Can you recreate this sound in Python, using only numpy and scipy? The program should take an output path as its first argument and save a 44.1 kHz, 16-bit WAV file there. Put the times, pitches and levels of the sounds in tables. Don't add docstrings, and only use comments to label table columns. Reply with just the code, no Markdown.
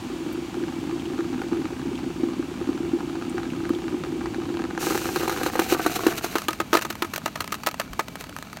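import sys
import numpy as np
from scipy import signal
from scipy.fft import rfft, irfft, next_fast_len
from scipy.io import wavfile
from scipy.ndimage import map_coordinates

SR = 44100
rng = np.random.default_rng(int(sys.argv[2]) if len(sys.argv) > 2 else 0)


def inscribe(sig):
    pcm = np.round(np.clip(np.atleast_2d(sig).T, -1, 1) * 32767)
    wavfile.write(sys.argv[1], SR, pcm.astype(np.int16))


N = 379260

# start_s, knock_db, boom_offset_db, spray_offset_db
COLLAPSES = [(4.869, -13, -8, -23), (4.907, -9.5, -9.5, -18), (4.953, -13, -7.5, -17),
             (5.089, -17, -7.5, -19), (5.16, -11, -9.5, -12), (5.206, -18, -5.5, -22),
             (5.232, -15, -10, -15.5), (5.278, -13.5, -9, -11), (5.296, -10.5, -19, -12.5),
             (5.414, -14, -13, -24), (5.433, -20, -3.5, -3), (5.463, -8, -11, -14), (5.555, -12, -20, -18),
             (5.593, -5, -11, -12), (5.723, -9.5, -5, -11.5), (5.748, -10.5, -11.5, -46),
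             (5.796, -12, -14, -30), (5.863, -7, -9.5, -11.5), (5.962, -17.5, -7.5, -6),
             (6.066, -5.5, -4.5, -12.5), (6.244, -14, -14, -11.5), (6.355, -9.5, -9.5, -17),
             (6.484, -11, -13.5, -14), (6.601, -11, -12.5, -21), (6.73, -6.5, -10.5, -19.5),
             (6.739, -11.5, -14, -13.5), (6.75, -7.5, -10.5, -21), (6.769, -11, -15, -15),
             (6.82, -24, -25, -5), (6.849, -19.5, -12, -15), (6.902, -20.5, -11, -8.5),
             (7.022, -10, -13, -19), (7.136, -24, -13, -7), (7.16, -23, -18, -6), (7.259, -14, -17.5, -14),
             (7.356, -19, -38, -17), (7.405, -18.5, -23, -9), (7.522, -18.5, -22, -9),
             (7.67, -11.5, -22.5, -16), (7.798, -12.5, -38, -15.5), (7.993, -10, -25, -19.5)]
# time_s, share_above_surface
LIFT = [(6.05, 0.04), (6.5, 0.83)]
# pitch_hz, level_db, t60_s
BOOM_MODES = [(339.4, -4.5, 0.09), (366, 2, 0.024)]
# pitch_hz, level_db, t60_s
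CUP_MODES = [(900, -13.5, 0.063), (1264, -1, 0.072), (1730, -4.5, 0.039)]
# pitch_hz, width_hz, level_db
LIFTED_MODES = [(652, 120, -1), (967, 380, 2), (1262, 176, -1.5), (1810, 440, -9)]
# frequency_hz, level_db
SPRAY_SPECTRUM = [(300, -19), (1400, 10.5), (2050, 3.5), (2800, 5.5), (3400, -2), (4100, 4.5), (5000, -3.5),
                  (6150, 1.5), (8200, -5), (9500, -5), (10400, -9), (12000, -2.5), (16000, -7.5)]

SLAM_SPIKE = 1.4
BOOM_SCATTER, CUP_SCATTER = 0.034, 0.01
BOOM_ATTACK_S = 0.00076


def amp(db):
    return 10 ** (np.asarray(db) / 20)


def unit(x):
    return x / np.sqrt(np.mean(x ** 2) + 1e-20)


def curves(rows):
    time_s, *columns = np.transpose(rows)
    return [np.interp(np.arange(N) / SR, time_s, column) for column in columns]


def wobble(rate_hz):
    knots = rng.standard_normal(int(N * rate_hz / SR) + 4)
    return map_coordinates(knots, [np.arange(N) * rate_hz / SR])


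def bubble_times(rate_hz, regularity):
    times_s = np.cumsum(rng.gamma(regularity, 1 / (regularity * rate_hz), 1000))
    return times_s[times_s < (N - 1) / SR]


def add(track, start_s, sound):
    span = track[max(round(start_s * SR), 0):][:len(sound)]
    span += sound[:len(span)]


def butter(x, hz, kind, order):
    return signal.sosfilt(signal.butter(order, hz, kind, fs=SR, output="sos"), x)


def coloured(x, spectrum):
    size = 8192
    hz, db = np.transpose(spectrum)
    gain = amp(np.interp(np.log(np.fft.rfftfreq(size, 1 / SR) + 1), np.log(hz), db))
    cepstrum = irfft(np.log(gain))
    cepstrum[1:size // 2] *= 2
    cepstrum[size // 2 + 1:] = 0
    kernel = irfft(np.exp(rfft(cepstrum)))
    return signal.fftconvolve(x, kernel / np.linalg.norm(kernel))[:N]


def resonate(x, modes):
    size = next_fast_len(N + SR // 4)
    f = np.fft.rfftfreq(size, 1 / SR)
    response = sum(amp(db) * 1j * f * width_hz / (hz * hz - f * f + 1j * f * width_hz)
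                   for hz, width_hz, db in modes)
    response /= np.sqrt(np.mean(np.abs(response) ** 2))
    return irfft(rfft(x, size) * response, size)[:N]


def ring(modes, scatter, attack_s):
    t = np.arange(SR // 8) / SR
    hz, db, t60_s = np.transpose(modes)[:, :, None]
    detune, strength = rng.standard_normal((2, len(modes), 1))
    envelopes = amp(db + 2.7 * strength - 60 * t / t60_s)
    tone = (envelopes * np.sin(2 * np.pi * hz * np.exp(scatter * detune) * t)).sum(0)
    tone *= 1 - np.exp(-t / attack_s)
    return tone / np.abs(tone).max()


def burst(t60_s, clump_db=4, hold_s=0):
    t = np.arange(SR // 8) / SR
    clumps = np.interp(t, np.linspace(0, t[-1], 80), rng.standard_normal(80))
    decay_db = 60 * np.maximum(t - hold_s, 0) / t60_s
    noise = rng.standard_normal(len(t)) * amp(clump_db * clumps - decay_db)
    return noise / np.linalg.norm(noise)


def implosion(t60_s, spike=SLAM_SPIKE):
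    click = burst(t60_s)
    click[0] += spike
    return click / np.linalg.norm(click)


def hollow(x):
    # pitch_hz, width_hz, level_db
    sunk_modes = [(535, 57, 8.5), (831, 63, 8.5), (985, 370, -1), (1296, 43, 4), (1514, 34, -1),
                  (1693, 36, 2.5)]
    # time_s, pitch_ratio
    glide = [(5.55, 0.94), (5.9, 0.87), (6.4, .79)]
    pitch_ratio, = curves(glide)
    warped_s = np.cumsum(pitch_ratio) / SR
    out, energy = np.zeros(N), 0
    for hz, width_hz, db in sunk_modes:
        phase = np.float32(2 * np.pi * hz * warped_s)
        loss = np.pi * width_hz / SR
        for carrier in np.cos(phase), np.sin(phase):
            baseband = signal.lfilter([loss], [1, loss - 1], x * carrier + 1e-20)
            out += 2 * amp(db) * carrier * baseband
        energy += amp(db) ** 2 * loss
    return butter(out / np.sqrt(energy), hz=1820, kind="low", order=3)


def film_boiling():
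    # time_s, glug_db, simmer_db
    boil = [(0, -29.5, -45), (1.3, -28, -37.5), (1.9, -28, -39.5), (3.4, -28.5, -41.5), (3.7, -29, -37.5),
            (4.1, -27.5, -43), (4.65, -28.5, -33), (4.95, -32, -30.5), (6.1, -44, -31.5), (6.6, -58, -44.5),
            (8.6, -58.5, -41)]
    # start_s, level_db
    big_glugs = [(1.191, -20), (1.522, -19), (1.594, -21), (2.233, -16), (2.394, -20.5), (2.69, -16),
                 (2.803, -21.5), (2.934, -20), (3.704, -17.5), (3.942, -18)]
    # start_s, level_db
    clear_pops = [(1.18, -27), (1.417, -22), (1.655, -25.5), (3.006, -27), (3.154, -26.5), (3.223, -25.5),
                  (3.381, -23.5), (3.432, -28.5), (3.653, -27), (3.693, -23.5), (3.881, -25.5),
                  (4.037, -23), (4.258, -22.5), (4.64, -25), (4.777, -19), (4.828, -20.5), (5.056, -19.5),
                  (5.374, -22), (6.124, -20.5)]
    # pitch_hz, width_hz, level_db
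    bucket_modes = [(253.4, 18, -1), (342, 24.2, 3)]
    glug_hz, glug_t60_s, glug_scatter = 304.3, 0.034, 0.09
    plink_hz, plink_t60_s, plink_scatter = 1286, 0.031, 0.154
    glug_db, simmer_db = curves(boil)
    lift, = curves(LIFT)
    glugs, pops, clicks, snaps = np.zeros((4, N))
    shed = [(s, glug_db[int(s * SR)] + rng.normal(0.52, 2.1), glug_scatter)
            for s in bubble_times(rate_hz=46, regularity=5)]
    shed += [(s, db, BOOM_SCATTER) for s, db in big_glugs]
    for start_s, db, scatter in shed:
        add(glugs, start_s, amp(db) * ring([(glug_hz, 0, glug_t60_s)], scatter, attack_s=0.0039))
        add(clicks, start_s, amp(db + 1.5) * burst(t60_s=0.058))
    simmer = [(s, simmer_db[int(s * SR)] + rng.normal(5.5, 3))
              for s in bubble_times(rate_hz=42, regularity=2)]
    for start_s, db in [*simmer, *clear_pops]:
        submerged = 1 - lift[int(start_s * SR)]
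        boom = ring(BOOM_MODES, BOOM_SCATTER, BOOM_ATTACK_S)
        plink = ring([(plink_hz, 0, plink_t60_s)], plink_scatter, BOOM_ATTACK_S)
        add(pops, start_s, amp(db - 0.5) * submerged * boom + amp(db - 12) * plink)
        add(clicks, start_s, amp(db + 15.5) * implosion(t60_s=0.025))
        add(snaps, start_s, amp(db + 12) * burst(t60_s=0.015))
    rumble = amp(-20) * resonate(glugs, bucket_modes)
    muffled = butter(coloured(snaps, SPRAY_SPECTRUM), hz=5100, kind="low", order=2)
    return glugs + rumble + pops + hollow(clicks * np.cos(lift * np.pi / 2)) + muffled


def nearby_roar():
    # frequency_hz, level_db
    spectrum = [(20, -43), (52, 0.5), (160, 6), (275, 5.5), (385, -5.5), (620, -9.5), (850, -6),
                (1900, -16), (2700, -12.5), (5000, -21.5), (7000, -21.5), (10400, -31), (16000, -35)]
    # time_s, level_db
    levels = [(0, -38.5), (4.5, -36.5), (8.6, -42)]
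    # time_s, gain_db
    treble = [(0, 2.5), (2, 0), (4.5, -1), (8.6, -4.5)]
    # pitch_hz, width_hz, level_db
    whine_modes = [(2299, 17, 1.5), (4550, 17, -3)]
    level_db, = curves(levels)
    treble_db, = curves(treble)
    roar = amp(level_db) * coloured(rng.standard_normal(N), spectrum)
    roar += (amp(treble_db) - 1) * butter(roar, hz=513, kind="high", order=1)
    whine = amp(-57.5 + treble_db / 2) * resonate(rng.standard_normal(N), whine_modes)
    return roar + whine


def ticks():
    # start_s, level_db
    events = [(0.325, -18), (1.418, -26), (3.692, -20)]
    track = np.zeros(N)
    for start_s, db in events:
        add(track, start_s, amp(db) * burst(t60_s=0.061))
    return butter(track, hz=7000, kind="high", order=2)


def pings():
    # start_s, pitch_hz, peak_db
    bubbles = [(0.997, 3250, -30), (1.056, 3000, -30), (1.955, 3200, -29), (1.978, 2600, -30.5),
               (3.297, 8450, -31), (3.503, 2590, -28.5), (3.75, 3280, -28)]
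    track = np.zeros(N)
    for start_s, pitch_hz, peak_db in bubbles:
        ping = signal.lfilter(*signal.iirpeak(pitch_hz, Q=11, fs=SR), implosion(t60_s=0.033))
        add(track, start_s, amp(peak_db) * ping / np.abs(ping).max())
    return track


def sizzle():
    # time_s, level_db
    levels = [(4.8, -34.5), (4.95, -38.5), (5.38, -44), (5.7, -38.5), (5.85, -39.5), (6.15, -39),
              (6.33, -43.5), (6.68, -54), (8.18, -56.5), (8.21, -44), (8.27, -58), (8.6, -54.5)]
    # pitch_hz, width_hz, level_db
    hiss_modes = [(6200, 3000, 0)]
    flare_db, flare_lead_s, flare_s = 0.8, 0.0023, 0.022
    spurt_db, spurt_growth_s = 4.5, 0.45
    crackle_rate_hz, hiss_fade_db_per_s = 64, 29
    level_db, = curves(levels)
    lift, = curves(LIFT)
    wetted, = curves([(4.785, 0), (4.82, 1)])
    age_s = np.maximum(np.arange(N) / SR - levels[0][0], 0)
    flares = np.zeros(N)
    for start_s, *_ in COLLAPSES:
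        add(flares, start_s - flare_lead_s - flare_s / 2, np.hanning(round(flare_s * SR)))
    flares *= 3.5 - lift
    depth_db = spurt_db * np.minimum(age_s / spurt_growth_s, 1) * (1 - lift / 2)
    spurts = amp(depth_db * wobble(rate_hz=50))
    fizz = unit(rng.standard_normal(N) * spurts * amp(1.8 * wobble(rate_hz=450)))
    impulses = 1.0 * (rng.random(N) < crackle_rate_hz / SR)
    crackle = unit(signal.fftconvolve(impulses, burst(t60_s=0.019))[:N])
    steam = wetted * amp(level_db + 3.5 + flare_db * flares) * (fizz + amp(-7) * crackle)
    hiss = wetted * amp(-36 - hiss_fade_db_per_s * age_s) * rng.standard_normal(N)
    return coloured(steam, SPRAY_SPECTRUM) + amp(-5.5) * hollow(steam) + resonate(hiss, hiss_modes)


def collapses():
    # submerged_t60_s, lifted_t60_s
    spray_t60_range_s = (.055, .025)
    rebound_s, rebound_scatter, rebound_loss_db = 0.017, 0.28, 11.5
    delays_s = rebound_s * np.exp(rebound_scatter * rng.standard_normal(len(COLLAPSES)))
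    rebounds = [(start_s + delay_s, db - rebound_loss_db, *offsets_db)
                for (start_s, db, *offsets_db), delay_s in zip(COLLAPSES, delays_s)]
    booms, slams, splats, cups, spray = np.zeros((5, N))
    lift, = curves(LIFT)
    for start_s, db, boom_db, spray_db in [*COLLAPSES, *rebounds]:
        add(booms, start_s, amp(db + boom_db + 6) * ring(BOOM_MODES, BOOM_SCATTER, BOOM_ATTACK_S))
        add(slams, start_s, amp(db + 13.5) * implosion(t60_s=0.036))
        add(splats, start_s, amp(db + 16) * burst(t60_s=0.033, hold_s=0.0032))
        add(cups, start_s, amp(db - 7) * ring(CUP_MODES, CUP_SCATTER, attack_s=0.001))
        spray_t60_s = np.interp(lift[int(start_s * SR)], [0, 1], spray_t60_range_s)
        add(spray, start_s, amp(db + spray_db + 20.5) * burst(spray_t60_s, clump_db=3.5, hold_s=0.0025))
    fade_rad = lift * np.pi / 2
    deep = hollow(slams * np.cos(fade_rad))
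    shallow = butter(resonate(splats * np.sin(fade_rad), LIFTED_MODES), hz=5000, kind="low", order=1)
    mist = coloured(spray * amp(9 * lift), SPRAY_SPECTRUM)
    return deep + shallow + lift * cups + mist + butter(booms, hz=236, kind="high", order=3)


def spits():
    # start_s, level_db
    drops = [(4.977, -12.5), (6.384, -9), (6.419, -16), (6.531, -14), (6.792, -16), (6.813, -15),
             (6.954, -19.5), (7.18, -12), (7.443, -17.5), (7.477, -15.5), (7.543, -12.5), (7.635, -16.5),
             (7.664, -7), (7.67, -4), (7.688, -13.5), (7.713, -18), (7.743, -17.5), (7.933, -18),
             (8.083, -17.5), (8.156, -17.5), (8.21, -18), (8.241, -20.5), (8.269, -29), (8.294, -21.5),
             (8.365, -17), (8.387, -19.5), (8.426, -19), (8.53, -21.5), (8.571, -19)]
    snaps, cups = np.zeros((2, N))
    for start_s, db in drops:
        add(snaps, start_s, amp(db) * implosion(t60_s=0.018, spike=0.67))
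        add(cups, start_s, amp(db - 21) * ring(CUP_MODES, CUP_SCATTER, attack_s=0.00028))
    return amp(7) * resonate(snaps, LIFTED_MODES) + amp(3) * coloured(snaps, SPRAY_SPECTRUM) + cups


def footstep():
    start_s, pitch_hz, t60_s = 7.9, 48.3, 0.25
    thud = ring([(pitch_hz, 0, t60_s)], scatter=0.03, attack_s=0.013)
    track = np.zeros(N)
    add(track, start_s, amp(-35) * thud * np.linspace(1, 0, len(thud)))
    return track


def scene():
    quench = film_boiling() + pings() + collapses() + spits() + ticks() + sizzle()
    return (quench + nearby_roar() + footstep())[None]


def record(dry):
    top_hz = 15900
    size = next_fast_len(N + SR // 2)
    passband = np.fft.rfftfreq(size, 1 / SR) < top_hz
    return irfft(rfft(dry, size) * passband, size)[:, :N]


dry = scene()
out = record(dry)
inscribe(out)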